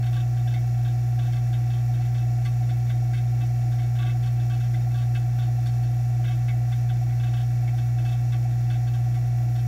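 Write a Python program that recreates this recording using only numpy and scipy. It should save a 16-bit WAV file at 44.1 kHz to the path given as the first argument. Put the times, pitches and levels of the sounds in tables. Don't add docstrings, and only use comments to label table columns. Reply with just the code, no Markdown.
import sys
import numpy as np
from scipy.fft import rfft, irfft, next_fast_len
from scipy.io import wavfile
from scipy.ndimage import map_coordinates

SR = 44100
rng = np.random.default_rng(int(sys.argv[2]) if len(sys.argv) > 2 else 0)


def store_pcm(level_fs):
    pcm = np.round(np.clip(level_fs, -1, 1) * 32767).astype(np.int16)
    wavfile.write(sys.argv[1], SR, np.atleast_2d(pcm).T)


N = 426447

MAINS_HZ, SHAFT_HZ = 59.9743, 29.2895
HUM_PEAK_S, WHINE_PEAK_S = .11, .572
BAND_LIMIT_HZ = 15750

# (time [s], length [turns], level [dB], mid offset [dB], top offset [dB])
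CHATTER_BOUTS = [(.025, 2, -50.5, -6, -9), (.128, 3, -47.5, -15, -10.5), (.367, 1, -53, -6, -11),
                 (.469, 2, -52, -10, -13), (.537, 1, -50.5, 5, -8), (.842, 2, -51, -16, -15),
                 (1.187, 3, -50.5, -12, -10), (1.326, 2, -51, -2, -6), (1.527, 1, -51, -6, -14),
                 (1.7, 3, -52.5, -10, -10), (1.936, 1, -55, -7, -13), (2.003, 2, -55, -5, -8),
                 (2.125, 2, -53.5, -7, -11), (2.448, 1, -49, 1, -3), (2.689, 1, -51, -3, -9),
                 (2.893, 1, -49, -1, -9), (3.134, 2, -50.5, 0, -6), (3.404, 1, -50.5, -6, -16),
                 (3.714, 1, -54.5, -10, -10), (3.779, 2, -53, -2, -8), (3.955, 1, -53, -2, -16),
                 (3.986, 2, -44.5, -8, -20), (4.057, 2, -47.5, -3, -17), (4.224, 2, -52.5, -7, -6),
                 (4.395, 1, -54.5, -12, -12), (4.498, 2, -50.5, -10, -8), (4.602, 2, -52.5, -6, -6),
                 (4.735, 1, -52.5, 5, -6), (4.943, 3, -50, -12, -10), (5.146, 1, -46, -4, -12),
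                 (5.386, 2, -50, -7, -9), (5.658, 1, -50.5, -9, 0.5), (5.831, 1, -57, -10, -5),
                 (6.239, 3, -48, -2, -15), (6.476, 1, -49.5, 6, -13), (6.717, 1, -50, -4, -7),
                 (6.889, 1, -52, -8, -20), (7.098, 1, -58.5, 5.5, -8), (7.198, 1, -53, -3, -14),
                 (7.23, 2, -48.5, -2, -16), (7.331, 3, -48.5, -11, -11), (7.673, 1, -57, 9, -7),
                 (7.774, 1, -51, -14, -7), (7.98, 1, -53.5, -12, -13), (8.05, 3, -50, -9, -8),
                 (8.321, 1, -48, -3, -9), (8.698, 2, -49, -6, -8), (8.87, 1, -54, -12, -7),
                 (8.935, 1, -52.5, -9, -10), (9.139, 1, -54.5, -2, -4), (9.546, 2, -56, -8, -6)]
# (low [dB], mid [dB], high [dB], top [dB])
IDLE_BURST_DB = [-63.5, -68, -66, -73]
# (frequency [Hz], width [Hz], gain [dB])
CASING_MODES = [
    [(1150, 19, 0.5), (1441, 66, -3), (1618, 63, 1.5)],
    [(2019, 32, -1), (2213, 26, 0), (2380, 53, -15.5)],
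    [(2623, 17, 3), (2934, 32, -5), (3190, 29, -3.5), (3320, 20, -7), (3496, 75, -4.5), (3664, 27, -7),
     (3708, 17, -1.5)],
    [(4400, 32, 2), (4920, 70, -14), (5430, 160, -12.5)],
]
# (frequency [Hz], gain [dB])
IMPACT_SPECTRUM = [(900, -12), (2500, 1.5), (4100, -0.5), (5500, -2), (9000, -3), (12000, -11.5),
                   (15000, -15.5)]
# (frequency [Hz], level [dB])
FRAME_LINES = [(87.8, -63), (149.2, -57.5), (178.2, -59), (210.6, -66), (239.9, -60), (269.2, -60),
               (295.7, -64), (322.2, -61), (325, -59), (330.5, -65), (359.9, -59), (479.8, -69),
               (599.7, -69), (839.6, -68), (1118.5, -70), (1358.4, -65), (1718.3, -69), (1776.8, -70),
               (1838.2, -70), (1933, -67.5), (1997.1, -71), (2225.8, -67), (4422, -78), (4570, -76),
               (7004, -75), (7062, -71.5)]
# (frequency [Hz], gain [dB])
RUMBLE_SPECTRUM = [(20, -18.5), (35, -10), (55, -2.5), (120, -2), (190, -2), (220, -7), (280, -5),
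                   (345, -4.5), (385, -10.5), (440, -18.5), (530, -8), (580, -14.5), (660, -3), (760, -6.5),
                   (830, -10.5), (920, -20.5), (1200, -36), (2000, -59.5)]
# (shaft multiple [-], mains multiple [-], level [dB rms])
WHINE_LINES = [(0, 12, -53), (29, -2, -63), (25, 0, -52.5), (17, 4, -64), (13, 6, -61), (1, 12, -55.5),
               (30, -2, -54), (2, 12, -62)]
# (frequency [Hz], gain [dB])
BEARING_SPECTRUM = [(600, -48), (950, -6), (1250, 0), (1500, -1), (1780, 2), (2050, 4.5), (2130, -12),
                    (2230, 2), (2420, 2.5), (2530, -15.5), (2660, 6), (2950, -11), (3600, -8.5), (4200, -7),
                    (6000, -45)]
# (frequency [Hz], gain [dB])
VANE_SPECTRUM = [(2000, -45), (3200, -6), (4200, -13), (4480, -13), (4720, -5.5), (5200, 1.5), (5650, 4),
                 (6250, -3.5), (7030, -1.5), (7700, -7), (8200, -25.5), (8800, -6), (10500, -13),
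                 (12000, -22), (16000, -9)]
# (frequency [Hz], width [Hz], gain [dB])
HOUSING_MODES = [(4440, 210, -6), (5710, 280, -1.5), (6950, 260, -2), (8700, 320, -9.5), (12400, 440, -11)]
# (frequency [Hz], gain [dB])
OIL_SPECTRUM = [(4000, -29.5), (8000, -2.5), (10500, -9.5), (11500, -1), (12300, -1), (13600, -1),
                (14600, 1.5), (15700, -3.5)]


def motor_hum(t, turns):
    strokes = 2 * turns
    magnetic = tone(2 * MAINS_HZ * (t - HUM_PEAK_S), db=-22)
    return magnetic + tone(strokes, db=-40.5) + tone(2 * strokes, db=-50.5)


def valve_burst(t, attack_s=0.00084, hold_s=0.012, t60_s=0.13):
    return (1 - np.exp(-t / attack_s)) * amp(-60 * np.maximum(t - hold_s, 0) / t60_s)


def valve_force(lift_phase=.72, fade_db_per_turn=1.15, idle_scatter_db=2.5):
    turn_count = int(N / SR * SHAFT_HZ) + 1
    levels_db = np.array(IDLE_BURST_DB) + idle_scatter_db * rng.standard_normal((turn_count, 1))
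    for start_s, length, db, mid_db, top_db in CHATTER_BOUTS:
        first_turn = round(start_s * SHAFT_HZ - lift_phase)
        for k in range(round(length)):
            levels_db[first_turn + k] = db - fade_db_per_turn * k + np.array([0, mid_db, 0, top_db])
    burst = valve_burst(np.arange(SR // 3) / SR)
    power = np.zeros((len(CASING_MODES), N + SR))
    for turn, db in enumerate(levels_db):
        onset = round((turn + lift_phase) / SHAFT_HZ * SR)
        power[:, onset:onset + len(burst)] += (amp(db)[:, None] * burst) ** 2
    return np.sqrt(power[:, :N])


def valve_chatter(force, group_db=(-0.3, 0.6, 1.0, -2.0)):
    strength = np.sqrt(np.mean(force ** 2, axis=1))
    impacts = force * rng.standard_normal(N) * amp(2.74 * wobble(1500))
    casing = sum(amp(db) * strength[k] * ring(impacts[k], CASING_MODES[k])
                 for k, db in enumerate(group_db))
    crisp = amp(-1.0) * strength[-1] * coloured(impacts[-1], IMPACT_SPECTRUM)
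    return casing + crisp


def loose_cover(buzz, hz=1146, width_hz=16, relative_db=-11.5):
    singing = ring(buzz * rng.standard_normal(N), [(hz, width_hz, 0)])
    return amp(relative_db) * np.sqrt(np.mean(buzz ** 2)) * singing


def frame_whirr(t, turns):
    shaft_time = turns / SHAFT_HZ
    lines = sum(tone(hz * shaft_time + rng.random(), db) for hz, db in FRAME_LINES)
    slip_beat_hz = 2 * (MAINS_HZ - 2 * SHAFT_HZ)
    rumble = coloured(cyclic_noise(slip_beat_hz * t, slip_beat_hz, share=0.66), RUMBLE_SPECTRUM)
    return amp(0.1) * lines + amp(-47.5) * rumble


def slot_whine(turns, scatter_cycles=0.077):
    shaft_time = turns / SHAFT_HZ + HUM_PEAK_S - WHINE_PEAK_S
    lines = [(k * SHAFT_HZ + m * MAINS_HZ, db) for k, m, db in WHINE_LINES]
    return sum(tone(hz * shaft_time + scatter_cycles * rng.standard_normal(), db) for hz, db in lines)


def bearing_grind(turns):
    grit = amp(1.3 * wobble(500))
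    grind = coloured(grit * cyclic_noise(turns, SHAFT_HZ, share=.6), BEARING_SPECTRUM)
    swell = amp(0.29 * np.cos(2 * np.pi * turns))
    return amp(-57.0) * swell * grind


def vane_hiss(turns):
    def scrape(share):
        grit = amp(2.3 * wobble(900))
        return near_walls(grit * cyclic_noise(turns, SHAFT_HZ, share), gain_db=-9)

    hiss = amp(-58.0) * coloured(scrape(share=0.45), VANE_SPECTRUM)
    housing = amp(-61.0) * ring(scrape(share=0.88), HOUSING_MODES)
    oil_film = amp(0.35 * wobble(17) + 0.4 * wobble(30))
    return oil_film * (hiss + housing)


def oil_hiss(turns):
    flicker = amp(1.5 * wobble(1500) + 0.84 * wobble(45))
    spray = near_walls(cyclic_noise(turns, SHAFT_HZ, share=0.45), gain_db=-18)
    stroke = amp(1.3 * np.cos(2 * np.pi * 2 * turns))
    return amp(-60.0) * stroke * coloured(flicker * spray, OIL_SPECTRUM)


def near_walls(x, gain_db, max_delay_s=.02, count=6):
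    delays = rng.uniform(0, max_delay_s, count)
    echoes = sum(np.roll(x, round(delay * SR)) for delay in delays)
    return unit(x + amp(gain_db) * echoes)


def amp(db):
    return 10 ** (np.asarray(db) / 20)


def unit(x):
    return x / np.sqrt(np.mean(x ** 2) + 1e-20)


def tone(cycles, db):
    return np.sqrt(2) * amp(db) * np.cos(2 * np.pi * cycles)


def wobble(rate):
    knots = rng.standard_normal(int(N * rate / SR) + 4)
    return map_coordinates(knots, [np.arange(N) * rate / SR])


def cyclic_noise(cycles, rate_hz, share):
    loop = rng.standard_normal(round(SR / rate_hz))
    repeated = map_coordinates(loop, [cycles % 1 * len(loop)], mode="grid-wrap")
    return np.sqrt(share) * unit(repeated) + np.sqrt(1 - share) * rng.standard_normal(N)


def filtered(x, response):
    size = next_fast_len(N + SR // 2)
    hz = np.fft.rfftfreq(size, 1 / SR)
    return irfft(rfft(x, size) * response(hz), size)[:N]


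def coloured(x, spectrum):
    points_hz, db = np.transpose(spectrum)
    return unit(filtered(x, lambda hz: amp(np.interp(np.log(hz + 1), np.log(points_hz), db))))


def ring(x, modes):
    def body(hz):
        return sum((-1) ** k * amp(db) * 1j * hz * width / (centre ** 2 - hz ** 2 + 1j * hz * width)
                   for k, (centre, width, db) in enumerate(modes))

    return unit(filtered(x, body))


def scene():
    t = np.arange(N) / SR
    speed_hz = SHAFT_HZ * (1 + 0.000402 * wobble(3) + 0.000514 * wobble(25))
    turns = np.cumsum(speed_hz) / SR - SHAFT_HZ * HUM_PEAK_S
    force = valve_force()
    motor = motor_hum(t, turns) + frame_whirr(t, turns) + slot_whine(turns)
    friction = bearing_grind(turns) + vane_hiss(turns) + oil_hiss(turns)
    chatter = valve_chatter(force) + loose_cover(buzz=force[0])
    return (motor + chatter + friction)[None]


def record(dry):
    return filtered(dry[0], lambda hz: hz < BAND_LIMIT_HZ)[None]


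dry = scene()
out = record(dry)
store_pcm(out)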